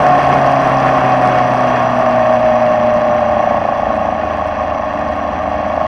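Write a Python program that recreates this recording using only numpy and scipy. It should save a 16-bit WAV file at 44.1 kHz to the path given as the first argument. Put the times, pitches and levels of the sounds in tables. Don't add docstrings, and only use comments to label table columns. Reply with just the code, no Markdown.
import sys
import numpy as np
from scipy import signal
from scipy.fft import rfft, irfft
from scipy.io import wavfile
from scipy.ndimage import uniform_filter1d, minimum_filter1d

SR = 44100
rng = np.random.default_rng(int(sys.argv[2]) if len(sys.argv) > 2 else 0)


def wrap_up_sound(samples):
    columns = np.atleast_2d(samples).T
    tamed = np.clip(columns, -1, 1)
    steps = np.round(tamed * 32767).astype(np.int16)
    wavfile.write(sys.argv[1], SR, steps)


N = 258867
T = np.arange(N) / SR
BINS = np.fft.rfftfreq(N, 1 / SR)


def amp(db):
    return 10 ** (np.asarray(db) / 20)


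def unit(x):
    return x / np.sqrt(np.mean(x ** 2) + 1e-20)


def near(x, centre, width):
    return np.exp(-((x - centre) / width) ** 2)


def curve(rows):
    seconds, values = np.transpose(rows)
    return np.interp(T, seconds, values)


def wander(per_s):
    points = rng.standard_normal(2000)
    return unit(np.interp(T * per_s, np.arange(2000), points))


def response(colour, peaks=()):
    hz, db = np.transpose(colour)
    total_db = np.interp(np.log(BINS + 1), np.log(hz), db)
    for centre, width, lift_db in peaks:
        total_db = total_db + lift_db / (1 + (2 * (BINS - centre) / width) ** 2)
    return amp(total_db)


def ring(x, gain):
    both_sides = np.r_[gain, gain[:0:-1]][:N]
    phase = -signal.hilbert(np.log(both_sides + 1e-6)).imag
    return irfft(rfft(x) * gain * np.exp(1j * phase[:len(gain)]), N)


def crossings(turns):
    at = np.flatnonzero(np.diff(np.floor(turns)) > 0) + 1
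    return at, np.floor(turns[at]).astype(int)


def clicks(at, sizes, jitter_s):
    slip = rng.standard_normal(len(at)) * jitter_s * SR
    moved = np.clip(at + np.round(slip).astype(int), 0, N - 1)
    return np.bincount(moved, sizes, N)


MID_RPM, FLATTEN_RPM = 3466, 370


def level(law, rpm):
    mid_db, db_per_krpm = law[:2]
    krpm = FLATTEN_RPM * np.tanh((rpm - MID_RPM) / FLATTEN_RPM) / 1000
    return amp(mid_db + db_per_krpm * krpm)


# multiple of the
# cycle rate, centre in Hz, width in Hz, rms level at the centre in dB.
ORDER_RESONANCES = [(3, 79.5, 6.8, -34), (4, 132.4, 18.4, -23.5), (8, 240.3, 22, -26), (8, 272, 36, -26.5),
                    (11, 296, 42, -34.5), (21, 620, 35.4, -13), (21, 729, 24, -12)]


def drones(cycle, rpm, shudder, flutter=0.15, sway_rad=0.096, skirt=3):
    cycle_hz = rpm / 120
    swell = {}
    for order, hz, width, db in ORDER_RESONANCES:
        k = round(order)
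        detune = 2 * (k * cycle_hz - hz) / width
        resonance = amp(db) / (1 + detune ** 2 / skirt) ** (skirt / 2)
        swell[k] = swell.get(k, 0) + resonance
    out = np.zeros(N)
    for k, gain in swell.items():
        throb = shudder if k > 20 else 1
        unsteady = 1 + flutter * wander(35)
        phase = 2 * np.pi * k * cycle + sway_rad * wander(21)
        out += gain * throb * unsteady * np.sin(phase)
    return np.sqrt(2) * out


# frequency in Hz, relative gain in dB.
FRAME = [(20, -47), (430, -25), (520, -14.5), (600, -1.5), (760, -0.5), (840, -3.5), (930, -33.5),
         (1120, -13.5), (1400, -35), (9000, -105)]
# revs in rpm, width in rpm, lift in dB.
CYLINDERS = [(3820, 57, 17.5), (4290, 140, 8), (3345, 240, 16.5), (3730, 200, 5.5)]
# dB at mid revs, dB per 1000 rpm more, an unused value.
THUMP_LAW = (-21, -1.1, 0)


def thumps(cycle, rpm, lag=0.1217, uneven_db=0.3, jitter_s=.0001):
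    at, firing = crossings(4 * (cycle - lag))
    centre, width, lift_db = np.array(CYLINDERS)[firing % len(CYLINDERS)].T
    db = lift_db * near(rpm[at], centre, width) + uneven_db * rng.standard_normal(len(at))
    frame = response(FRAME)
    unit_peak = abs(ring(signal.unit_impulse(N), frame)).max()
    return level(THUMP_LAW, rpm) * ring(clicks(at, amp(db), jitter_s), frame) / unit_peak


# frequency in Hz, gain in dB.
BODY = [(20, -28.5), (60, -20), (100, -26.5), (150, -3), (235, -5), (300, -1.5), (390, -18.5), (490, -4.5),
        (580, 5.5), (810, 5), (900, 2), (1200, 4.5), (1330, -9), (1800, -10), (6000, -65.5)]
# centre in Hz, width in Hz, lift in dB.
PANELS = [(83, 5.3, 14), (625, 46, 7.5), (741, 61, 10), (1092.5, 52, 10)]
# multiple of the cycle rate, gain in dB.
STRONG_ORDERS = [(2, 10.5), (6, -2.5), (9, 0), (17, 6.5), (19, 5), (23, 6.5), (25, 4.5), (31, 4)]
# dB at mid revs, dB per 1000 rpm more, an unused value.
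BUZZ_LAW = (-39.5, 14.5, 0)


def buzz(cycle, rpm, flutter=0.083, sway_rad=0.55):
    cycle_hz = rpm / 120
    body = response(BODY, PANELS)
    order_db = {round(order): db for order, db in STRONG_ORDERS}
    droning = {round(row[0]) for row in ORDER_RESONANCES}
    out = np.zeros(N)
    for order in range(2, 56):
        if order in droning:
            continue
        bins = (order * cycle_hz * N / SR).astype(int)
        gain = body[bins] * amp(order_db.get(order, -2))
        phase = 2 * np.pi * (order * cycle + rng.random()) + sway_rad * wander(12)
        out += gain * (1 + flutter * wander(14)) * np.sin(phase)
    return level(BUZZ_LAW, rpm) * out


# dB at mid revs, dB per 1000 rpm more, an unused value.
RATTLE_LAW = (-20, 8.4, 0)


def rattle(cycle, rpm, throb=0.64, gust_db=-0.23):
    puffs = 1 + throb * np.cos(8 * np.pi * (cycle - 1 / 8))
    drive = puffs * rng.standard_normal(N) * amp(gust_db * wander(18))
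    return level(RATTLE_LAW, rpm) * unit(ring(drive, response(BODY, PANELS)))


# frequency in Hz, relative gain in dB.
CLATTER_COLOUR = [(900, -6), (1400, -5), (1860, 3), (2000, -7.5), (2250, -3), (2360, -14.5), (2750, -5),
                  (2950, -15), (3350, -11.5), (3650, -27), (5000, -26), (7200, -44), (11000, -52.5),
                  (16000, -63)]
# centre in Hz, width in Hz, lift in dB.
METAL = [(2485, 53, 10.5), (3997, 140, 9), (4240, 130, -3), (4517, 220, 6.5), (5870, 240, 18),
         (6700, 160, 11.5)]
# dB at mid revs, dB per 1000 rpm more, an unused value.
CLATTER_LAW = (-28, 11.7, 1)


def clatter(cycle, rpm, bite=0.91, fade=0.27, uneven_db=0.7, lope=0.14):
    since = (4 * cycle - 1 / 8) % 1
    bursts = 1 + bite * np.exp(-since / fade)
    loping = 1 + lope * np.cos(2 * np.pi * (cycle - 1 / 3))
    drive = bursts * loping * rng.standard_normal(N) * amp(uneven_db * wander(60))
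    return level(CLATTER_LAW, rpm) * unit(ring(drive, response(CLATTER_COLOUR, METAL)))


# frequency in Hz, gain in dB.
TICK_COLOUR = [(1000, -6), (2500, 6.5), (3700, 2), (5000, 14), (7000, -3), (9200, 1.5), (10500, -10.5),
               (12000, -13.5), (16000, -16)]
TICK_PATTERN = [1, 2, -3, 1]
# start in seconds, strike level before colouring in dB.
SNAPS = [(.0672, -21), (.4643, -27), (.6555, -26), (1.275, -26), (2.6294, -31), (4.4752, -32),
         (4.9916, -33)]
# dB at mid revs, dB per 1000 rpm more, an unused value.
TICK_LAW = (-54, 19, 5)


def ticks(cycle, rpm, lag=.045, uneven_db=3.2, jitter_s=.0003, contact_s=.0003):
    at, firing = crossings(4 * (cycle - lag))
    chance = np.minimum(rng.standard_normal(len(at)), 1)
    sizes = amp(np.take(TICK_PATTERN, firing, mode="wrap") + uneven_db * chance)
    contact = np.exp(-T[:SR // 100] / contact_s)
    grit = rng.choice([-1, 1], N)
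    colour = response(TICK_COLOUR)
    regular = signal.oaconvolve(clicks(at, sizes, jitter_s), contact)[:N]
    seconds, strike_db = np.transpose(SNAPS)
    strikes = np.bincount((seconds * SR).astype(int), amp(strike_db), N)
    snaps = signal.oaconvolve(strikes, contact)[:N]
    return level(TICK_LAW, rpm) * unit(ring(regular * grit, colour)) + ring(snaps * grit, colour)


# frequency in Hz, relative gain in dB.
RUSH_COLOUR = [(20, -16), (60, -13.5), (95, -12), (170, 2.5), (450, 1), (900, -5), (1400, -1.5),
               (2200, -15.5), (4000, -32), (12000, -53)]
# dB at mid revs, dB per 1000 rpm more, an unused value.
RUSH_LAW = (-31.5, 24.4, 6)


def rush(rpm, gust_db=2.76):
    roar = unit(ring(rng.standard_normal(N), response(RUSH_COLOUR)))
    return level(RUSH_LAW, rpm) * amp(gust_db * wander(16)) * roar


# time in seconds, level in dB.
RUMBLE = [(0, -33.5), (2.2, -34.5), (2.9, -30), (4.8, -30), (5.87, -29)]
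# frequency in Hz, relative gain in dB.
RUMBLE_COLOUR = [(20, -12.5), (45, -10.5), (65, 3), (105, -21), (170, -1.5), (240, 3.5), (300, -6),
                 (380, -20.5), (1500, -72.5)]
# centre in Hz, width in Hz, lift in dB.
CHASSIS = [(80.6, 3.9, 18)]


def rumble(bump_db=0.8):
    road = rng.standard_normal(N) * amp(bump_db * wander(19))
    return amp(curve(RUMBLE)) * unit(ring(road, response(RUMBLE_COLOUR, CHASSIS)))


# time in seconds, speed in revolutions a minute.
RPM = [(0.0, 4224), (0.2, 4111), (0.4, 4104), (1.4, 3804), (2.3, 3592), (3.4, 3405), (4.2, 3234),
       (4.8, 3177), (5.4, 3172), (5.87, 3261)]
WOBBLE_AT_RPM, WOBBLE_WIDTH_RPM, WOBBLE_RPM, WOBBLE_HZ = 3540, 150, 24, 7
SHUDDER_RPM, SHUDDER_WIDTH_RPM, SHUDDER_DEPTH = 3324, 105, 0.21
LULL_S, LULL_WIDTH_S, LULL_DB = 0.215, 0.015, -4


def scene():
    rpm = curve(RPM)
    wobble = WOBBLE_RPM * near(rpm, WOBBLE_AT_RPM, WOBBLE_WIDTH_RPM) * np.sin(2 * np.pi * WOBBLE_HZ * T)
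    cycle = np.cumsum((rpm + wobble) / 120) / SR
    depth = SHUDDER_DEPTH * near(rpm, SHUDDER_RPM, SHUDDER_WIDTH_RPM)
    shudder = 1 + depth * np.cos(2 * np.pi * (cycle - 2 / 3))
    engine = drones(cycle, rpm, shudder) + thumps(cycle, rpm)
    engine = engine + shudder * (buzz(cycle, rpm) + rattle(cycle, rpm))
    lull = amp(LULL_DB * near(T, LULL_S, LULL_WIDTH_S))
    metal = clatter(cycle, rpm) + ticks(cycle, rpm)
    return (lull * engine + metal + rush(rpm) + rumble())[None]


EDGE_HZ = 15900


def record(dry):
    headroom = np.minimum(1, .94 / (abs(dry) + 1e-9))
    held = minimum_filter1d(headroom, size=201)
    gain = uniform_filter1d(uniform_filter1d(held, size=101), size=101)
    faded = dry * gain * signal.windows.tukey(N, .001)
    lowpass = signal.firwin(511, EDGE_HZ, window=("kaiser", 9), fs=SR)
    return signal.oaconvolve(faded, lowpass[None], "same")


dry = scene()
out = record(dry)
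wrap_up_sound(out)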